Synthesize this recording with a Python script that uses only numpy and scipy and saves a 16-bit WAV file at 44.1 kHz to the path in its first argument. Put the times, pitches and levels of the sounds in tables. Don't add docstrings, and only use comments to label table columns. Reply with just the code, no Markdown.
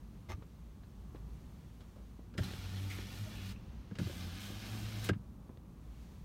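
import sys
import numpy as np
from scipy import signal
from scipy.fft import rfft, irfft
from scipy.io import wavfile
from scipy.ndimage import uniform_filter1d

SR = 44100
rng = np.random.default_rng(int(sys.argv[2]) if len(sys.argv) > 2 else 0)


def to_wav(s):
    ch = np.atleast_2d(s).T
    pcm = np.round(np.clip(ch, -1, 1) * 32767)
    wavfile.write(sys.argv[1], SR, pcm.astype(np.int16))


N = 275184
T = np.arange(N) / SR


def undb(db):
    return 10 ** (np.asarray(db) / 20)


def unit(x):
    return x / np.sqrt(np.mean(x ** 2))


def curve(rows, column=1):
    rows = np.array(rows)
    return np.interp(T, rows[:, 0], rows[:, column])


def during(start, stop, fade):
    return np.clip((T - start) / 0.0043, 0, 1) * np.exp(-np.maximum(T - stop, 0) / fade)


def swell(start, attack, hold, decay):
    rise = np.clip((T - start) / attack, 0, 1)
    return rise * np.exp(-np.maximum(T - start - attack - hold, 0) / decay)


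def walk(rate):
    k = int(SR / rate)
    steps = np.repeat(rng.standard_normal(N // k + 1), k)
    return unit(uniform_filter1d(uniform_filter1d(steps, k), k)[:N])


def colour(x, points):
    hz, db = np.transpose(points)
    size = 8192
    f = np.maximum(np.fft.rfftfreq(size, 1 / SR), 1)
    cepstrum = irfft(np.log(undb(np.interp(np.log(f), np.log(hz), db))))
    cepstrum[1:size // 2] *= 2
    cepstrum[size // 2 + 1:] = 0
    return signal.fftconvolve(x, irfft(np.exp(rfft(cepstrum))))[:len(x)]


def cut(x, hz, kind, order=2):
    return signal.sosfilt(signal.butter(order, min(hz, .45 * SR), kind, fs=SR, output="sos"), x)


def ring(x, modes):
    out = 0
    for hz, width, db in modes:
        b, a = signal.iirpeak(hz, hz / width, SR)
        out = out + undb(db) * signal.lfilter(b, a, x + 1e-18)
    return out


def grains(rate, spread_db):
    struck = rng.random(N) < rate / SR
    sizes = rng.standard_normal(N) * undb(spread_db * rng.standard_normal(N))
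    return unit(struck * sizes)


def add(out, s, x):
    i = int(s * SR)
    out[i:i + len(x)] += x[:N - i]


def reflect(x, share, drift_s, count=8):
    out = x.copy()
    for lag in rng.uniform(.001, .008, count):
        echo = np.interp(T - lag - drift_s * walk(1.434), T, x)
        out += share * rng.choice([-1, 1]) * echo
    return out


# pitch_hz, width_hz, level_db
PANE_MODES = [(380, 72, -3), (560, 27, -2), (1260, 70, -10), (1430, 100, -9), (1615, 52, 3.5),
              (2280, 54, -14), (2770, 87, -10), (3620, 66, -19), (4100, 90, -24), (5000, 140, 6),
              (6260, 110, -7)]


def blows(rows, spectrum, pane_share):
    out, t = np.zeros(N), T[:SR // 3]
    for s, db, dull_hz, t60 in rows:
        crack = rng.choice([-1., 1.], len(t)) * np.exp(-np.log(1000) * t / t60)
        ringing = crack + pane_share * ring(crack, PANE_MODES)
        sound = cut(colour(ringing, spectrum), dull_hz, "low")
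        add(out, s, undb(db) * sound / np.std(sound[:SR // 100]))
    return out


# pitch_hz, level_db, t60_s
WALL_MODES = [(72, -26, 0.05), (105, 3, 0.14), (124.6, -4, 0.21), (173, 3.5, 0.1), (196.2, 2.5, 0.13),
              (249, -12, 0.065), (297, 11, 0.067)]


def thumps(rows):
    out, t = np.zeros(N), T[:SR // 2]
    wall = 0
    for hz, db, t60 in WALL_MODES:
        wall = wall + undb(db) * np.cos(2 * np.pi * hz * t) * np.exp(-np.log(1000) * t / t60)
    for s, db, hz in rows:
        push = -np.sin(2 * np.pi * np.minimum(t * hz, 1))
        boom = signal.fftconvolve(wall, push)[:len(t)]
        add(out, s, undb(db) * boom / np.std(boom[:SR // 50]))
    return out


# pitch_hz, level_db (per Hz)
CABIN_SPECTRUM = [(20, -28.5), (36, -13), (54, -1), (70, -6.5), (100, -10), (215, -12), (260, -19),
                  (420, -27), (650, -33.5), (1150, -34.5), (1800, -51), (4500, -71), (9000, -56),
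                  (15800, -57.5)]
RUMBLE_DB, DRONE_HZ, DRONE_DB = -51, 55.2, -55


def cabin_rumble():
    rumble = unit(colour(rng.standard_normal(N), CABIN_SPECTRUM)) * undb(RUMBLE_DB + walk(2.845))
    turns = 2 * np.pi * np.cumsum(DRONE_HZ + 2.38 * walk(9)) / SR
    return rumble + np.sin(turns) * undb(DRONE_DB + 1.6 * walk(10))


# pitch_hz, level_db (per Hz)
AIR_SPECTRUM = [(500, -2.5), (1500, 6), (3300, 3), (4500, 1.5), (5000, -1), (6300, 0.5), (7500, -4),
                (12000, -6), (15800, -8)]
# middle_s, half_length_s, level_db
HISS_SWELLS = [(.5, 0.98, -76), (1.65, 0.4, -72), (6.084, 0.19, -70)]
HISS_SHUT_DB, HISS_OPEN_DB = -76, -70.5
OUTSIDE_TOP_HZ = 6200


def air():
    power = undb(HISS_SHUT_DB) ** 2
    for s, half, db in HISS_SWELLS:
        power = power + undb(db) ** 2 * np.exp(-((T - s) / half) ** 2)
    hiss = unit(colour(rng.standard_normal(N), AIR_SPECTRUM)) * np.sqrt(power) * undb(0.5 * walk(14))
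    turning_points = [s for travel in TRAVELS for s in travel[:2]]
    opening = np.interp(T, turning_points, [0, 1, 1, 0])
    outside = colour(rng.standard_normal(N), AIR_SPECTRUM)
    outside = unit(cut(outside, OUTSIDE_TOP_HZ, "low", order=4))
    return hiss + outside * undb(HISS_OPEN_DB) * np.sqrt(opening)


# start_s, level_db, dull_above_hz, t60_s
TICK_EVENTS = [(0.294, -56, 9000, .03), (0.4225, -54.5, 1700, 0.055), (0.835, -64.5, 3500, 0.057),
               (1.1475, -49, 1180, 0.08), (1.157, -63, 3500, 0.086), (1.806, -58.5, 5000, 0.12),
               (1.96, -58, 900, 0.39), (2.19, -50.5, 440, 0.073), (5.493, -49.5, 546, 0.09),
               (5.5735, -61, 2750, 0.01)]
# pitch_hz, level_db (per Hz)
TRIM_SPECTRUM = [(80, -0.5), (250, 5), (520, 3), (750, -5), (1200, -1), (2000, -9.5), (3500, -6.5),
                 (6000, -12), (15000, -16)]


def ticks():
    return blows(TICK_EVENTS, TRIM_SPECTRUM, pane_share=0.18)


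# start_s, level_db, push_hz (strongest near)
WALL_BUMPS = [(0.296, -41.5, 60.7), (0.339, -41, 59.3), (0.382, -47.5, 177), (1.150, -51.5, 166),
              (3.918, -40.5, 162), (4.060, -39, 84), (5.162, -41.5, 164)]


def bumps():
    return thumps(WALL_BUMPS)


# pitch_hz, width_hz, level_db
SWITCH_MODES = [(370, 53, 7.5), (620, 180, 3), (880, 140, 1.5), (1171, 51, 8), (1720, 400, -5),
                (2070, 27, 5), (2470, 200, -14), (3520, 410, -14), (5270, 290, -9), (6130, 87, 4.5)]
SCUFF_S, SCUFF_DB = 0.2843, -46.5
SCUFF_ATTACK_S, SCUFF_HOLD_S, SCUFF_T60_S = 0.017, 0.021, 0.097


def switch():
    slips = grains(5000, 2.5)
    sound = cut(ring(slips, SWITCH_MODES), 5400, "low", order=6) + .05 * cut(slips, 16000, "low")
    envelope = swell(SCUFF_S, SCUFF_ATTACK_S, SCUFF_HOLD_S, SCUFF_T60_S / np.log(1000))
    return unit(sound) * undb(SCUFF_DB) * envelope


# start_s, level_db, dull_above_hz, t60_s
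KNOCK_EVENTS = [(2.340, -61, 5000, 0.062), (2.351, -51.5, 700, 0.13), (2.505, -53.5, 5000, 0.02),
                (2.536, -50, 4000, 0.015), (2.988, -46.5, 940, 0.018), (3.9115, -50.5, 900, 0.068),
                (3.9535, -54, 5000, 0.1), (4.071, -46, 900, 0.039), (4.097, -47.5, 1000, 0.046)]
# pitch_hz, level_db (per Hz)
CONTACT_SPECTRUM = [(80, -41), (250, 13.5), (400, 8), (560, 7), (720, -2), (1000, -3), (1400, 2), (1650, 4),
                    (1950, 2.5), (3000, 3), (6000, -6), (10000, -4), (15000, -11)]


def knocks():
    return blows(KNOCK_EVENTS, CONTACT_SPECTRUM, pane_share=.9)


SQUEAKS_PER_S, SQUEAK_S = 45, 0.058
SQUEAK_DB, SQUEAK_RANGE_DB = -64.5, 3
SQUEAK_LOW_HZ, SQUEAK_HIGH_HZ, SQUEAK_JITTER = 1346, 5485, 0.0132


def squeaks(start, stop):
    out, shape = np.zeros(N), np.hanning(int(SQUEAK_S * SR))
    wobble = SQUEAK_JITTER * walk(300)
    for when, pitch, size in rng.random((int(SQUEAKS_PER_S * (stop - start)), 3)):
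        s = start + when * (stop - start - SQUEAK_S)
        hz = SQUEAK_LOW_HZ * (SQUEAK_HIGH_HZ / SQUEAK_LOW_HZ) ** pitch
        hz = hz * (1 + wobble[int(s * SR):][:len(shape)])
        tone = np.sin(2 * np.pi * np.cumsum(hz) / SR)
        add(out, s, undb(SQUEAK_DB + SQUEAK_RANGE_DB * size) * shape * tone)
    return out


# start_s, easing_s, extra_rub_db, extra_hiss_db, sing_pitch_hz, sing_level_db
SEAL_CATCHES = [(2.431, 0.02, 8, 7.5, 3950, -51), (2.897, 0.14, 5, 5.5, 2200, -55),
                (3.351, 0.15, -1, 2, 2650, -59.5), (4.40, .12, 1.5, 4, 3200, -57),
                (4.621, 0.03, 1.5, -1.5, 2270, -51.5), (5.038, 0.025, 6, 12.5, 4090, -59)]
CATCH_RISE_S, SING_WIDTH_HZ = 0.0049, 490


def sings():
    out = np.zeros(N)
    for s, easing, _, _, hz, db in SEAL_CATCHES:
        mode = [(hz, SING_WIDTH_HZ, 0)]
        tone = ring(ring(grains(2500, 2), mode), mode) * undb(2 * walk(70))
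        out += unit(tone) * undb(db) * swell(s, CATCH_RISE_S, 0, easing)
    return out


# pitch_hz, level_db (per Hz)
SEAL_SPECTRUM = [(150, 17.5), (300, 10.5), (600, 3.5), (1000, 0.5), (1900, -1.5), (3200, 0.5), (4400, -2),
                 (4750, -5.5), (5300, -4), (7500, -12), (9800, -13.5), (12500, -13.5), (14000, -15.5),
                 (15800, -19)]
SCRAPE_DB, BODY_DB, HISS_DB = -2, -1, -8


def seals(start, stop, run_out, rub_db, db_per_s):
    grit = .3 * grains(150, 2)
    slips = grains(12000, 1.2) * undb(0.74 * walk(60)) + grit
    rubbing = colour(slips + 0.15 * ring(slips, PANE_MODES), SEAL_SPECTRUM)
    rubbing = reflect(rubbing, share=0.13, drift_s=.00009)
    scrape = cut(cut(rubbing, 1480, "low", order=4), 147, "high")
    scrape = unit(scrape) * undb(SCRAPE_DB + 2.14 * walk(25))
    body = cut(cut(rubbing, 1170, "high", order=4), 6450, "low", order=6)
    body = unit(body) * undb(BODY_DB + .6 * walk(15))
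    flock = reflect(colour(grains(14000, 1.5), SEAL_SPECTRUM), share=.14, drift_s=.00003)
    hiss = unit(cut(flock, 6470, "high", order=6)) * undb(HISS_DB + 0.98 * walk(14))
    for s, easing, extra_db, extra_hiss_db, _, _ in SEAL_CATCHES:
        grip = swell(s, CATCH_RISE_S, 0, easing)
        scrape = scrape * undb(0.62 * extra_db * grip)
        body = body * undb(extra_db * grip)
        hiss = hiss * undb(extra_hiss_db * grip)
    level = undb(rub_db + db_per_s * (T - start))
    return (scrape + body + hiss) * level * during(start, stop, run_out)


# shaft_multiple, level_db (relative to the hum), waver_db
HUM_ORDERS = [(1, 3, 1.3), (3, -21, 7), (4, -27.5, 5.5), (5, -41, 9), (6, -45.5, 14.5)]
COAST_S, COAST_HZ_PER_S = 0.015, 400
WALL_OCTAVE_HZ, WALL_OCTAVE_WIDTH_HZ = 194, 55


def motor(run, start, stop, octave_db):
    hz = np.maximum(curve(run) - COAST_HZ_PER_S * np.maximum(T - stop, 0), 0)
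    turns = 2 * np.pi * np.cumsum(hz * (1 + 0.00614 * walk(30))) / SR
    hum = 0
    for k, db, waver in HUM_ORDERS:
        hum = hum + undb(db + waver * walk(27)) * np.sin(round(k) * turns)
    hum = hum * undb(curve(run, column=2))
    overtone = undb(octave_db + 3.2 * walk(15)) * np.sin(2 * turns + 0.93 * walk(25))
    overtone = ring(overtone, [(WALL_OCTAVE_HZ, WALL_OCTAVE_WIDTH_HZ, 0)])
    return (hum + overtone) * during(start, stop, COAST_S)


CRACK_HZ, CRACK_T60_S = 6400, 0.043
BLOW_HZ, BLOW_T60_S = 1550, 0.057
REBOUND_S, REBOUND_HZ, REBOUND_T60_S = .042, 2290, 0.083
JOLT_DB, JOLT_HZ, BOOM_LAG_S = -36.5, 163, 0.0174
# start_s, crack_level_db, blow_lag_s, blow_level_db, boom_level_db, boom_hz (strongest near), rebound_level_db
WINDOW_CLUNKS = [(2.3795, -43, 0.0068, -39.5, -32.5, 92, -50), (3.9862, -45.5, .0105, -42.5, -32, 166, -61),
                 (5.0895, -37, .0043, -30, -29, 121, -50.5)]


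def clunks():
    out = np.zeros(N)
    for s, crack_db, lag, blow_db, boom_db, boom_hz, rebound_db in WINDOW_CLUNKS:
        contacts = [(s, crack_db, CRACK_HZ, CRACK_T60_S),
                    (s + lag, blow_db, BLOW_HZ, BLOW_T60_S),
                    (s + REBOUND_S, rebound_db, REBOUND_HZ, REBOUND_T60_S)]
        shoves = [(s + lag / 2, JOLT_DB, JOLT_HZ), (s + lag + BOOM_LAG_S, boom_db, boom_hz)]
        out += blows(contacts, CONTACT_SPECTRUM, pane_share=1.0) + thumps(shoves)
    return out


# start_s, stop_s, run_out_s, rub_level_db, rub_change_db_per_s, motor_octave_level_db (before the wall resonance)
TRAVELS = [(2.373, 3.52, 0.014, -54.5, -0.65, -54), (3.987, 5.1, 0.0031, -54, 2, -50)]
# time_s, shaft_rate_hz, hum_level_db
MOTOR_RUNS = [
    [(2.47, 92.6, -49.5), (2.61, 94, -48.5), (2.82, 97.5, -38.5), (3.008, 96.6, -48), (3.128, 102.4, -55),
     (3.224, 103.5, -40), (3.32, 102, -55.5), (3.426, 96.7, -45.5), (3.52, 99.5, -45)],
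    [(4.14, 85.3, -51), (4.222, 88.1, -44), (4.326, 87.7, -46.5), (4.414, 99.7, -52), (4.556, 102.5, -46),
     (4.624, 100, -55), (4.724, 106.6, -42), (4.774, 108, -45), (5.06, 106.7, -42)],
]


def scene():
    background = cabin_rumble() + air() + ticks() + bumps() + switch()
    window = knocks() + sings() + clunks()
    for run, (start, stop, run_out, rub_db, db_per_s, octave_db) in zip(MOTOR_RUNS, TRAVELS):
        window += squeaks(start, stop)
        window += seals(start, stop, run_out, rub_db, db_per_s)
        window += motor(run, start, stop, octave_db)
    return (background + window)[None]


TOP_HZ = 15780


def record(dry):
    heard = dry - 0.6 * ring(dry, [(10470, 500, 0)])
    return signal.sosfilt(signal.ellip(10, .2, 70, TOP_HZ, fs=SR, output="sos"), heard)


dry = scene()
out = record(dry)
to_wav(out)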